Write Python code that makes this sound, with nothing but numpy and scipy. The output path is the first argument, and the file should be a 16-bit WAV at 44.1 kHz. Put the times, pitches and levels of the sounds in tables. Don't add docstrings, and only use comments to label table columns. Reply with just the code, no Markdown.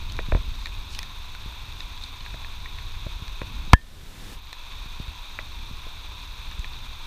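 import sys
import numpy as np
from scipy import signal
from scipy.fft import rfft, irfft
from scipy.io import wavfile
from scipy.ndimage import uniform_filter1d

SR = 44100
rng = np.random.default_rng(int(sys.argv[2]) if len(sys.argv) > 2 else 0)


def unload_wav(signal):
    wavfile.write(
        sys.argv[1],
        SR,
        np.round(np.clip(np.atleast_2d(signal).T, -1, 1) * 32767).astype(np.int16),
    )


N = 311697
TIME = np.arange(N) / SR
SPLAT_S = 3.733

# f/Hz, level/dB
RAIN_SPECTRUM = [(150, -18), (300, -10), (500, -12.5), (800, -9.5), (1400, -5), (1950, -11), (3000, -13.5),
                 (4400, -8.5), (5000, -14.5), (6400, -14), (7200, -22), (9300, -22), (10800, -28.5),
                 (13500, -24), (15000, -33)]
# f/Hz, width/Hz, lift/dB
PORT_RESONANCES = [(987, 166, 9.3), (2507, 353, 11.8), (3626, 516, 13.96)]
# f/Hz, level/dB
SPRAY_SPECTRUM = [(2000, -16), (4000, 6), (6500, 6), (9000, -8), (11000, -9), (13500, -6), (15000, -21)]
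# f/Hz, level/dB, t60/s
PORT_MODES = [(530, -12.5, 0.019), (683, -4, 0.013), (1022, 1.5, 0.017), (1374, -2.5, 0.012),
              (1705, -11, 0.059), (1805, -29, 0.19), (2140, -21, 0.024), (2770, -22, 0.012),
              (3220, -12.5, 0.023), (2760, -49, 0.15), (3200, -48, 0.22)]
# f/Hz, level/dB
CRACK_SPECTRUM = [(300, -2), (1500, -9), (3200, 9.5), (5500, -1), (9000, -11), (15000, -24)]
# f/Hz, level/dB
FILM_SPECTRUM = [(71, -6.5), (120, -6.5), (569, -18), (1180, -22.5), (1560, -20), (2480, -22.5),
                 (2860, -21), (3300, -20.5), (15000, -35)]
# f/Hz, level/dB
WIND_SPECTRUM = [(8.8, -38), (15, 8), (35, -0.5), (86, -9.5), (162, -27), (233, -27.5), (432, -40),
                 (500, -45.5), (650, -46), (1100, -120)]
# t/s, level/dB
WIND_CONTOUR = [(0.0, -35.5), (0.27, -34.5), (1.36, -41.5), (2.03, -41.5), (2.44, -39), (3.7, -36),
                (3.92, -38), (4.53, -45.5), (4.82, -39), (5.12, -42.5), (6.63, -39), (7.07, -41.5)]
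# t/s, shell/dB, hollow/dB, push/dB
BODY_DROPS = [(0.1898, -16.5, -22.5, -39), (0.3207, -18, -17.5, -33), (0.3484, -24, -18.5, -18),
              (0.37, -35, -34, -27), (2.341, -34, -37, -33.5), (3.065, -50, -31.5, -24),
              (3.416, -23.5, -25.5, -26), (5.389, -15.5, -33, -47), (5.865, -44, -40.5, -39)]
# f/Hz, level/dB, t60/s
SHELL_MODES = [(1370, 0, 0.0053), (1930, -1.5, 0.011), (1920, -10, 0.04), (2380, -1, 0.01)]
# f/Hz, level/dB, t60/s
HOLLOW_MODES = [(343, -6.5, 0.017), (483, -6.5, 0.023), (619, 2.5, 0.019), (654, 1.5, 0.019),
                (1020, -8, 0.012)]
# t/s, level/dB, width/s
LOW_THUMPS = [(0.286, -21, 0.0014), (0.326, -13, 0.0049), (0.35, -15, 0.0046), (0.416, -28, 0.0055),
              (0.477, -21.5, 0.0043), (1.46, -31.5, 0.00075), (3.222, -26, 0.0015), (3.678, -28, 0.0018),
              (5, -23.5, 0.001), (5.711, -26.5, 0.0015), (6.59, -25, 0.0025)]
# t/s, dull/dB, bright/dB, snap/dB
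TICK_HITS = [(0.0985, -41, -30, -43), (0.122, -42, -47, -25.5), (0.6578, -25, -24.5, -26.5),
             (0.6696, -30, -34, -32), (0.9495, -38, -26.5, -33), (0.990, -25, -28, -19.5),
             (1.03, -29, -33, -28), (1.35, -27, -35, -38), (1.805, -32, -25.5, -36),
             (2.0376, -46, -25, -30), (2.2622, -27.5, -44, -44), (2.446, -27, -37, -44),
             (2.658, -27, -39, -41), (2.786, -30, -32, -41), (3.280, -32, -32, -34), (4.529, -29, -33, -26),
             (6.594, -48, -45, -32), (6.6442, -25.5, -37, -33), (6.734, -41, -32, -44)]
# f/Hz, level/dB, t60/s
DULL_MODES = [(994, -2, 0.018), (1743, 1.5, 0.027), (2040, 6.5, 0.0064), (2500, 3, 0.017)]
# f/Hz, level/dB, t60/s
BRIGHT_RING_MODES = [(3360, -3.5, 0.03), (3940, 2.5, 0.013), (4440, -2, 0.011)]
# f/Hz, level/dB
SNAP_SPECTRUM = [(1500, -8), (3000, 3), (4300, 8), (6500, 0.5), (9000, -7.5), (15000, -17)]
# t/s, length/s, level/dB
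BLADE_STROKES = [(0.527, 0.2, -53.5), (0.886, 0.1, -45.5), (0.996, 0.061, -56), (1.763, .08, -54),
                 (1.997, 0.074, -52), (2.28, 0.11, -56)]


def gain_of(db):
    return 10 ** (np.asarray(db) / 20)


def unit_rms(x):
    return x / np.sqrt(np.mean(x ** 2) + 1e-20)


def coloured(x, spectrum):
    hz, db = np.transpose(spectrum)
    bins_hz = np.fft.rfftfreq(len(x), 1 / SR)
    response_db = np.interp(np.log(bins_hz + 1), np.log(hz + 1), db)
    return irfft(rfft(x) * gain_of(response_db), len(x))


def add(mix, start_s, sound):
    part = mix[max(round(start_s * SR), 0):][:len(sound)]
    part += sound[:len(part)]


def drift(cutoff_hz):
    passband = np.fft.rfftfreq(N, 1 / SR) < cutoff_hz
    return unit_rms(irfft(rfft(rng.standard_normal(N)) * passband, N))


def patter(per_s, spread_db):
    size = gain_of(spread_db * np.minimum(rng.exponential(1, N), 5)) * rng.choice([-1, 1], N)
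    return size * (rng.random(N) < per_s / SR)


def ring(modes, scatter):
    t = TIME[:SR // 4]
    out = np.zeros(len(t))
    for k, (hz, db, t60_s) in enumerate(modes):
        level_shift, detune = scatter * rng.standard_normal(2)
        envelope = gain_of(db + 20 * level_shift - 60 * t / t60_s)
        out += (-1) ** k * envelope * np.sin(2 * np.pi * hz * (1 + detune) * t)
    return out / abs(out).max()


def push(width_s, leak_hz):
    u = TIME[:SR // 4] / width_s
    leak = signal.butter(2, leak_hz, "high", fs=SR, output="sos")
    out = signal.sosfilt(leak, u ** 2 * np.exp(-u))
    return out / abs(out).max()


def rain():
    far = rng.standard_normal(N) * gain_of(0.78 * drift(cutoff_hz=22))
    near = gain_of(-4.5) * unit_rms(patter(per_s=2000, spread_db=3))
    wash = coloured(far + near, RAIN_SPECTRUM)
    hz = np.geomspace(50, 16000, 400)
    lift_db = sum(db * np.exp(-((hz - centre_hz) / width_hz) ** 2)
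                  for centre_hz, width_hz, db in PORT_RESONANCES)
    return gain_of(-43.5) * unit_rms(coloured(wash, np.c_[hz, lift_db]))


def port_splat(crack_t60_s=0.018):
    out, t = np.zeros(N), TIME[:SR // 16]
    burst = rng.standard_normal(len(t)) * gain_of(-60 * t / crack_t60_s)
    add(out, SPLAT_S, gain_of(14.5) * ring(PORT_MODES, scatter=0))
    add(out, SPLAT_S, gain_of(-9) * coloured(burst, CRACK_SPECTRUM)[:len(t) // 2])
    add(out, SPLAT_S + 0.00027, gain_of(10.5) * push(width_s=0.0014, leak_hz=44))
    return out


def film_veil(film_s=0.63, clear_s=0.26):
    veil_db = np.interp(TIME - SPLAT_S, [0, film_s, film_s + clear_s], [-5, -5.5, 0], left=0)
    return gain_of(veil_db)


def film_hiss(hold_s=0.605, fade_db_per_s=340):
    age_s = TIME - SPLAT_S
    fade_db = fade_db_per_s * np.maximum(age_s - hold_s, 0)
    hiss = unit_rms(coloured(rng.standard_normal(N), FILM_SPECTRUM))
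    return (age_s > 0) * gain_of(-42 - fade_db) * hiss


def wind(lift_db=4.5, gust_db=1):
    eddies = coloured(rng.standard_normal(N), WIND_SPECTRUM)
    running_rms = np.sqrt(uniform_filter1d(eddies ** 2, size=SR // 6))
    contour_db = np.interp(TIME, *np.transpose(WIND_CONTOUR))
    return eddies / running_rms * gain_of(contour_db + lift_db + gust_db * drift(cutoff_hz=2.4))


def body_knocks(rebound_s=0.014, rebound_db=-15.5):
    out = np.zeros(N)
    shove = -push(width_s=0.0015, leak_hz=35)
    for start_s, shell_db, hollow_db, push_db in BODY_DROPS:
        thud = ring(HOLLOW_MODES, scatter=0.025)
        add(out, start_s, gain_of(shell_db) * ring(SHELL_MODES, scatter=0.04))
        add(out, start_s, gain_of(hollow_db) * thud + gain_of(push_db) * shove)
        add(out, start_s + rebound_s, gain_of(hollow_db + rebound_db) * thud)
    for start_s, db, width_s in LOW_THUMPS:
        add(out, start_s, gain_of(db) * push(width_s, leak_hz=45.3))
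    grip_shifts = patter(per_s=5, spread_db=3)
    out += gain_of(-44) * signal.oaconvolve(grip_shifts, push(width_s=0.0024, leak_hz=45.3))[:N]
    casing_lowpass = signal.butter(6, 2800, fs=SR, output="sos")
    return signal.sosfilt(casing_lowpass, out)


def ticks(snap_t60_s=0.0073):
    out, t = np.zeros(N), TIME[:SR // 16]
    for start_s, dull_db, bright_db, snap_db in [*TICK_HITS, *drips(count=12)]:
        burst = rng.standard_normal(len(t)) * gain_of(-60 * t / snap_t60_s)
        snap = coloured(burst, SNAP_SPECTRUM)[:len(t) // 2]
        add(out, start_s, gain_of(dull_db) * ring(DULL_MODES, scatter=0.046))
        add(out, start_s, gain_of(bright_db) * ring(BRIGHT_RING_MODES, scatter=0.055))
        add(out, start_s, gain_of(snap_db) * snap / abs(snap).max())
    return out


def drips(count, mean_db=(-40.5, -39.5, -41), spread_db=4.5):
    starts_s = rng.uniform(0, N / SR, count)
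    return np.c_[starts_s, mean_db + spread_db * rng.standard_normal((count, 3))]


def scrapes():
    pressure = np.zeros(N)
    for start_s, length_s, db in BLADE_STROKES:
        add(pressure, start_s, gain_of(db) * np.sin(np.linspace(0, np.pi, int(length_s * SR))))
    grit = patter(per_s=2200, spread_db=2.5)
    return pressure * unit_rms(coloured(grit, SNAP_SPECTRUM))


def spray():
    droplets = patter(per_s=170, spread_db=2.2)
    return gain_of(-66) * unit_rms(coloured(droplets, SPRAY_SPECTRUM))


def camera_whine(tone_hz=14176, frame_hz=30):
    gate = np.sin(2 * np.pi * frame_hz * TIME) < 0
    return gain_of(-60.5) * gate * np.sin(2 * np.pi * tone_hz * TIME)


def scene():
    garden = (rain() + spray()) * film_veil() + ticks() + scrapes()
    return (garden + wind() + body_knocks() + port_splat() + film_hiss() + camera_whine())[None]


def record(dry, threshold_db=-7, attack_s=0.011, release_db_per_s=20, cutoff_hz=15400):
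    power_db = 10 * np.log10(abs(uniform_filter1d(dry[0] ** 2, size=128)) + 1e-12)
    demand_db = np.clip(4 * (power_db - threshold_db), 0, 12.5)
    recovery_db = release_db_per_s * TIME
    held_db = np.maximum.accumulate(demand_db + recovery_db) - recovery_db
    pole = np.exp(-1 / (attack_s * SR))
    ducked = dry * gain_of(-signal.lfilter([1 - pole], [1, -pole], held_db))
    saturated = ducked / (1 + ducked ** 4) ** (1 / 4)
    lowpass = signal.firwin(255, cutoff_hz, window=("kaiser", 8), fs=SR)
    return signal.oaconvolve(saturated, lowpass[None], "same")


dry = scene()
out = record(dry)
unload_wav(out)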